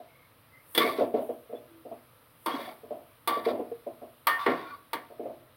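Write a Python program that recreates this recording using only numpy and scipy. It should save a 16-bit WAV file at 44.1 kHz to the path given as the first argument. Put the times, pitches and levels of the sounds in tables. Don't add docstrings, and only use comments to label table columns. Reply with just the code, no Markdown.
import sys
import numpy as np
from scipy import signal
from scipy.io import wavfile

SR = 44100
rng = np.random.default_rng(int(sys.argv[2]) if len(sys.argv) > 2 else 0)


def log_audio(samples):
    frames = np.atleast_2d(samples).T
    limited = np.clip(frames, -1, 1)
    pcm = np.round(limited * 32767).astype(np.int16)
    wavfile.write(sys.argv[1], SR, pcm)


N = 245318
T = np.arange(N) / SR


def from_db(db):
    return 10 ** (np.asarray(db) / 20)


def unit_rms(x):
    return x / np.sqrt(np.mean(x ** 2) + 1e-20)


def at_hz(points, hz):
    freqs, values = np.transpose(points)
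    return np.interp(np.log(hz), np.log(freqs), values)


def add(track, time_s, sound):
    start = max(round(time_s * SR), 0)
    track[start:start + len(sound)] += sound[:N - start]


def butter(x, order, hz, kind="low"):
    return signal.sosfilt(signal.butter(order, hz, kind, fs=SR, output="sos"), x)


def resonate(x, resonances):
    out = np.zeros_like(x)
    for k, (hz, width_hz, db) in enumerate(resonances):
        r = np.exp(-np.pi * width_hz / SR)
        feedback = [1, -2 * r * np.cos(2 * np.pi * hz / SR), r * r]
        out += (-1) ** k * from_db(db) * signal.lfilter([1 - r * r, 0, r * r - 1], feedback, x)
    return out


def through_bands(spectrum, drive):
    edges_hz = 35 * 2 ** (np.arange(28) / 3.04)
    out = np.zeros(N)
    for low, high in zip(edges_hz, edges_hz[1:]):
        hz = np.sqrt(low * high)
        if spectrum[0][0] < high and low < spectrum[-1][0]:
            out += from_db(at_hz(spectrum, hz)) * butter(drive(hz) + 1e-18, 3, [low, high], "band")
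    return out


def drift(rate_hz):
    knots = rng.uniform(-0.92, 1, 6000)
    return unit_rms(np.interp(T * rate_hz, np.arange(len(knots)), knots))


def grains(per_s, spread_db):
    sizes = from_db(spread_db * np.minimum(rng.exponential(1, N), 4)) * rng.choice([-1, 1], N)
    return unit_rms(sizes * (rng.random(N) < per_s / SR))


def decay(t60_s):
    return from_db(-60 * T[:SR] / max(t60_s, .003))


def mode(hz, t60_s):
    return np.sin(2 * np.pi * hz * T[:SR]) * decay(t60_s) * rng.choice([-1, 1])


def room_hum(level_db=-62):
    # (frequency [Hz], band gain [dB])
    spectrum = [(18, -43), (30, -21), (43, -12.5), (70, -10), (118, 0.5), (204, -16.5), (284, -4),
                (370, -24), (465, -7.5), (761, -15.5), (923, -8.5), (1030, -20), (1200, -10), (2000, -35.5),
                (2600, -42), (4400, -120)]
    return from_db(level_db) * unit_rms(through_bands(spectrum, lambda hz: rng.standard_normal(N)))


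def kitchen(x, wet_db=-13, t60_s=0.45, cutoff_hz=5000):
    echoes = rng.standard_normal(SR) * decay(t60_s) * (T[:SR] > .004)
    echoes = butter(echoes / np.linalg.norm(echoes), 1, cutoff_hz)
    return x + from_db(wet_db) * signal.fftconvolve(x, echoes)[:N]


def stroke_levels(bite_s=0.022, lift_t60_s=0.19):
    # (start [s], end [s], wall [dB], blade [dB], food [dB], easing of pressure [dB/s])
    strokes = [(0.793, 0.932, -26.5, -28.5, -36.5, 99.5), (0.959, 1.02, -39, -47.5, -50, 20),
               (1.131, 1.188, -49, -59, -58, 9), (2.475, 2.574, -36.5, -44.5, -48, 23),
               (2.59, 2.698, -44.5, -44.5, -51.5, 61), (3.27, 3.392, -44, -41, -65, 45),
               (3.437, 3.496, -34.5, -40.5, -48.5, 26), (4.379, 4.45, -33.5, -50, -48, 10),
               (4.48, 4.771, -34.5, -44.5, -50.5, 58)]
    drive = np.zeros((3, N))
    for start, end, *levels_db, easing in strokes:
        bite = np.clip((T - start) / bite_s, 0, 1)
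        eased_db = easing * np.clip(T - start, 0, end - start)
        lifted_db = 60 * np.maximum(T - end, 0) / lift_t60_s
        drive += np.outer(from_db(levels_db), bite * from_db(-eased_db - lifted_db))
    return drive


def rustle(rest_db=-67):
    # (frequency [Hz], band gain [dB])
    spectrum = [(900, -16.5), (1400, 3.5), (2100, 1.5), (2800, 0), (3600, -1), (5000, -9), (7000, -16.5)]
    _, _, pushed = stroke_levels()
    texture = through_bands(spectrum, lambda hz: grains(7500, spread_db=2) * from_db(0.99 * drift(8.6)))
    return np.hypot(from_db(rest_db), pushed) * unit_rms(texture)


def sizzle(rise_db_per_s=155, fall_db_per_s=71.5):
    # (frequency [Hz], band gain [dB])
    spectrum = [(3240, -53), (5500, -38), (6400, -6), (6910, -23.5), (7660, -10.5), (8000, -12),
                (8750, -10.5), (10500, -5.5), (11900, -3), (15000, -4.5), (16000, -8)]
    # (time [s], level [dB])
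    bed = [(0, -69), (1.5, -67), (4.5, -66), (5.56, -69)]
    # (peak time [s], level [dB])
    flares = [(0.79, -43.5), (1.23, -58.5), (2.46, -57), (2.62, -56), (3.46, -60), (4.42, -61)]
    power = from_db(np.interp(T, *np.transpose(bed))) ** 2
    for peak_s, db in flares:
        power += from_db(db - np.maximum(rise_db_per_s * (peak_s - T), fall_db_per_s * (T - peak_s))) ** 2
    droplets = through_bands(spectrum, lambda hz: grains(17000, spread_db=1.5))
    return np.sqrt(power) * unit_rms(droplets)


def brief_tones(waver_depth=0.027, waver_hz=600, flutter_db=5, flutter_hz=150):
    # (start [s], end [s], start pitch [Hz], end pitch [Hz], level [dB], roughness [factor])
    notes = [(0.081, 0.27, 2170, 2180, -64, 1.15), (0.504, 0.632, 2020, 2136, -60.5, 0.9),
             (0.799, 0.892, 2190, 2250, -30, 0.69), (0.79, 0.857, 1151, 1154, -27, 0),
             (0.88, 0.92, 1149, 1170, -29.5, 0.16), (1.548, 1.588, 3400, 3470, -57.5, 0.36),
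             (1.674, 1.828, 340.4, 324, -53, 0.42), (2.5, 2.561, 3200, 3410, -44, 0.4),
             (2.576, 2.713, 3300, 3440, -52.5, 0.13), (2.6, 2.73, 2080, 2300, -54.5, 0.6),
             (3.31, 3.386, 3650, 3390, -48.5, 0.65), (3.31, 3.39, 1153, 1149, -30, .1),
             (3.454, 3.517, 3950, 3710, -48.5, 1.13), (4.275, 4.378, 1826, 1825, -26.5, .04),
             (4.386, 4.452, 1145, 1160, -35, 0.1), (4.391, 4.458, 3500, 3630, -46.5, 0.5),
             (4.578, 4.686, 4000, 3380, -58, 0.46), (4.638, 4.755, 1370, 1450, -45, 0.9),
             (4.662, 4.742, 2364, 2340, -55, 0.6), (4.673, 4.768, 4200, 4530, -63, 0.5),
             (4.71, 4.759, 1147, 1136, -38, 0.47)]
    waver = waver_depth * drift(waver_hz)
    flutter = flutter_db * drift(flutter_hz)
    out = np.zeros(N)
    for start, end, from_hz, to_hz, db, roughness in notes:
        span = slice(int(start * SR), int(end * SR))
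        progress = np.linspace(0, 1, len(T[span]))
        hz = (from_hz + (to_hz - from_hz) * progress) * (1 + roughness * waver[span])
        level = from_db(db + roughness * flutter[span]) * np.abs(np.sin(np.pi * progress)) ** .5
        out[span] += level * np.sin(2 * np.pi * np.cumsum(hz) / SR)
    return out


def scrapes(wall_db=-3, blade_db=-3, grit_db=-15, slips_per_s=800, judder_db=2, judder_hz=70):
    # (frequency [Hz], width [Hz], gain [dB])
    wall_modes = [(740, 30, -5), (930, 84, 0.5), (1110, 27, 11), (1280, 32, -8.5), (1363, 110, -1)]
    blade_modes = [(1776, 44, 0), (2097, 150, -1.5), (2380, 70, -4.5), (3370, 200, -6.5), (3700, 280, -6),
                   (4630, 300, -9.5)]
    wall_drive, blade_drive, _ = stroke_levels()
    slips = grains(slips_per_s, spread_db=3) * from_db(judder_db * drift(judder_hz))
    wall = from_db(wall_db) * unit_rms(butter(resonate(slips, wall_modes), 2, [500, 1700], "band"))
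    blade = from_db(blade_db) * unit_rms(butter(resonate(slips, blade_modes), 3, [1400, 5200], "band"))
    grit = from_db(grit_db) * unit_rms(butter(slips, 4, 8500, "high"))
    return wall_drive * wall + blade_drive * (blade + grit)


def rocking(period_s=0.041, loss_db=7.5, pitch_rise=0.152):
    # (time [s], level [dB], centre [Hz], ring length [factor], rebounds [count])
    contacts = [(0.003, -41.5, 712, 1.28, 0), (0.836, -23, 440, 2.34, 0), (0.855, -27, 587, 1.9, 0),
                (0.987, -21.5, 415, 0.96, 0), (1.010, -18, 534, 1.32, 0), (1.142, -17, 429, 0.83, 0),
                (1.183, -24, 558, 0.7, 1), (1.293, -23.5, 488, 0.79, 0), (1.497, -42, 452, 2.54, 0),
                (1.529, -30.5, 483, 0.86, 0), (1.854, -37, 508, 1.46, 0),
                (1.917, -32.5, 672, 0.76, 0), (2.540, -29.5, 276, 0.77, 0), (2.591, -34, 560, 1.1, 0),
                (2.675, -34, 740, 0.66, 1), (2.835, -42, 440, 1.6, 0), (2.909, -30, 608, 1.41, 0),
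                (3.369, -28.5, 490, 1.4, 0), (3.466, -20, 451.5, 1.54, 2),
                (3.596, -25.5, 487, 0.68, 0), (3.717, -25.5, 467, 0.18, 0),
                (3.867, -29.5, 568, 1.1, 0), (4.020, -33, 597, 0.9, 0), (5.104, -43.5, 563, 2.2, 0),
                (5.197, -31.5, 435, 2.4, 0), (5.257, -29.5, 521, 0.62, 1)]
    return [(time_s + k * period_s, db - k * loss_db, centre_hz * (1 + pitch_rise) ** k, length)
            for time_s, db, centre_hz, length, rebounds in contacts
            for k in range(1 + round(rebounds))]


def knocks(thud_db=9, ring_db=-1, bump_db=3, bump_t60_s=0.091, thud_t60_s=0.26, focus_db=7):
    # (frequency [Hz], level [dB], t60 [s])
    bowl_modes = [(240.7, -5, 0.21), (282.6, -10, 0.2), (341.2, -11.5, 0.27), (405, -13.5, 0.12),
                  (455.5, -2, 0.1), (599.5, -6, 0.24), (654, -6.5, 0.27), (705.3, -4.5, 0.25)]
    # (frequency [Hz], band gain [dB])
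    thud_spectrum = [(100, -12), (180, -24), (250, 1.5), (450, -4), (720, -7), (900, -8.5), (1150, -17.5),
                     (1500, -27.5), (3000, -28.5)]
    onset = 1 - decay(t60_s=0.025)

    def strength(db, centre_hz, hz):
        return from_db(db - focus_db * min(np.log2(hz / centre_hz) ** 2, 1))

    def thud(hz):
        level = np.zeros(N)
        for time_s, db, centre_hz, length in rocking():
            add(level, time_s - .005, strength(db, centre_hz, hz) * onset * decay(thud_t60_s * length))
        return level * rng.standard_normal(N)

    tones = np.zeros(N)
    for time_s, db, centre_hz, length in rocking():
        blow = from_db(db + bump_db) * mode(centre_hz, bump_t60_s)
        for hz, mode_db, t60_s in bowl_modes:
            shifted_hz = hz * (1 + .006 * rng.standard_normal())
            gain = from_db(ring_db + mode_db) * strength(db, centre_hz, hz)
            blow += gain * mode(shifted_hz, t60_s * length)
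        add(tones, time_s - .003, onset * blow)
    tones = butter(tones, 4, 950)
    tones = butter(tones, 3, 130, "high")
    return from_db(thud_db) * through_bands(thud_spectrum, thud) + tones


def clustered(x):
    # (frequency [Hz], width [Hz], share removed [dB, capped at 0])
    gaps = [(560, 39.8, -2.5), (827, 110, -4.5), (1297, 75, -5.5), (1597, 210, -1.5), (2612, 160, -9),
            (3050, 69, 4), (4005, 320, -2)]
    for hz, width_hz, db in gaps:
        x = x - resonate(x, [(hz, width_hz, min(db, 0))])
    return x


def clanks(sheet_db=14, ring_db=-2, crack_t60_s=0.081, snap_db=7, snap_t60_s=0.008):
    # (time [s], five zone levels [dB], ring length [factor], favoured mode [Hz], its boost [dB])
    blows = [(0.7494, -36, -38.5, -35.5, -32.5, -29, 0.78, 3450, 11),
             (0.7771, -18, -28.5, -23.5, -22.5, -24.5, 0.52, 3450, 16.5),
             (2.4605, -31.5, -26.5, -38, -35.5, -34.5, 1.2, 925, 4),
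             (3.2749, -30.5, -23, -34.5, -31, -26.5, 0.95, 1151, 5),
             (4.2696, -39, -19, -26, -27, -23.5, 0.97, 1215, 7.5),
             (4.4619, -19, -23, -25, -34.5, -48, 0.84, 398, 8),
             (4.9317, -34.5, -30.5, -33.5, -35, -33, 0.58, 925, 10)]
    # (bowl [Hz], wall [Hz], upper wall [Hz], blade [Hz], crack [Hz])
    zones_hz = [450, 1100, 2000, 3600, 11000]
    # (frequency [Hz], level [dB], t60 [s])
    wok_modes = [(922, -3, .27), (1151, -3, .38), (1826, -7, .42), (3452, -7, .17), (335, -5, .35),
                 (398, -10, .35), (476, -3, .3), (1070, -5, .25), (1110, -9, .25), (1215, -6, .18),
                 (1388, -12, .35), (2060, -10, .3), (2135, -10, .35), (2270, -7, .3), (2875, -13, .4),
                 (3205, -9, .27), (3395, -8, .22), (4350, -13, .2), (4470, -12, .2), (4690, -14, .2),
                 (8950, -15, .12), (9300, -15, .12), (11780, -13, .1)]
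    # (frequency [Hz], band gain [dB])
    sheet_spectrum = [(110, -14.5), (185, -15.5), (255, 2), (450, -2), (750, 2), (1100, -5.5), (1500, -3.5),
                      (2150, 0.5), (2650, -10.5), (3500, -3), (4600, -13), (6000, -21), (7800, -22),
                      (9500, -18), (15000, -14.5)]
    # (frequency [Hz], t60 [s])
    sheet_t60 = [(250, 0.59), (700, 0.53), (2000, 0.54), (4000, 0.28), (12000, 0.51)]

    def strength(zones_db, hz):
        return from_db(at_hz(list(zip(zones_hz, zones_db)), hz))

    def wash(hz):
        level = np.zeros(N)
        tail = from_db(at_hz([(1000, -4), (11000, -15)], hz))
        onset = 1 - decay(3.3 / hz)
        snap = from_db(snap_db) * min(hz / zones_hz[3], 1) * decay(snap_t60_s)
        for time_s, *zones_db, length, _, _ in blows:
            shape = (1 - tail) * decay(crack_t60_s) + tail * decay(length * at_hz(sheet_t60, hz))
            add(level, time_s, strength(zones_db, hz) * (shape + snap) * onset)
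        return level * rng.standard_normal(N)

    tones = np.zeros(N)
    for time_s, *zones_db, length, favoured_hz, boost_db in blows:
        nearest = np.argmin([abs(hz - favoured_hz) for hz, _, _ in wok_modes])
        for k, (hz, db, t60_s) in enumerate(wok_modes):
            gain = from_db(db + boost_db * (k == nearest)) * strength(zones_db, hz)
            add(tones, time_s, gain * mode(hz, t60_s * length))
    sheet = clustered(through_bands(sheet_spectrum, wash))
    return from_db(sheet_db) * sheet + from_db(ring_db) * butter(tones, 3, 190, "high")


def scene():
    hum = room_hum()
    wok = kitchen(clanks() + knocks() + scrapes() + brief_tones())
    return (hum + wok + rustle() + sizzle())[None]


def record(dry, dip_hz=7000, dip_width_hz=2600, dip_db=-12, cutoff_hz=16000):
    # (frequency [Hz], width [Hz], added share [dB])
    bright_peaks = [(9320, 500, -7.5), (11750, 400, -12.5)]
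    b, a = signal.iirnotch(dip_hz, dip_hz / dip_width_hz, fs=SR)
    dipped = from_db(dip_db) * dry + (1 - from_db(dip_db)) * signal.lfilter(b, a, dry)
    peaked = dipped + sum(resonate(dipped, [peak]) for peak in bright_peaks)
    return signal.sosfilt(signal.ellip(10, .2, 80, cutoff_hz, fs=SR, output="sos"), peaked)


dry = scene()
out = record(dry)
log_audio(out)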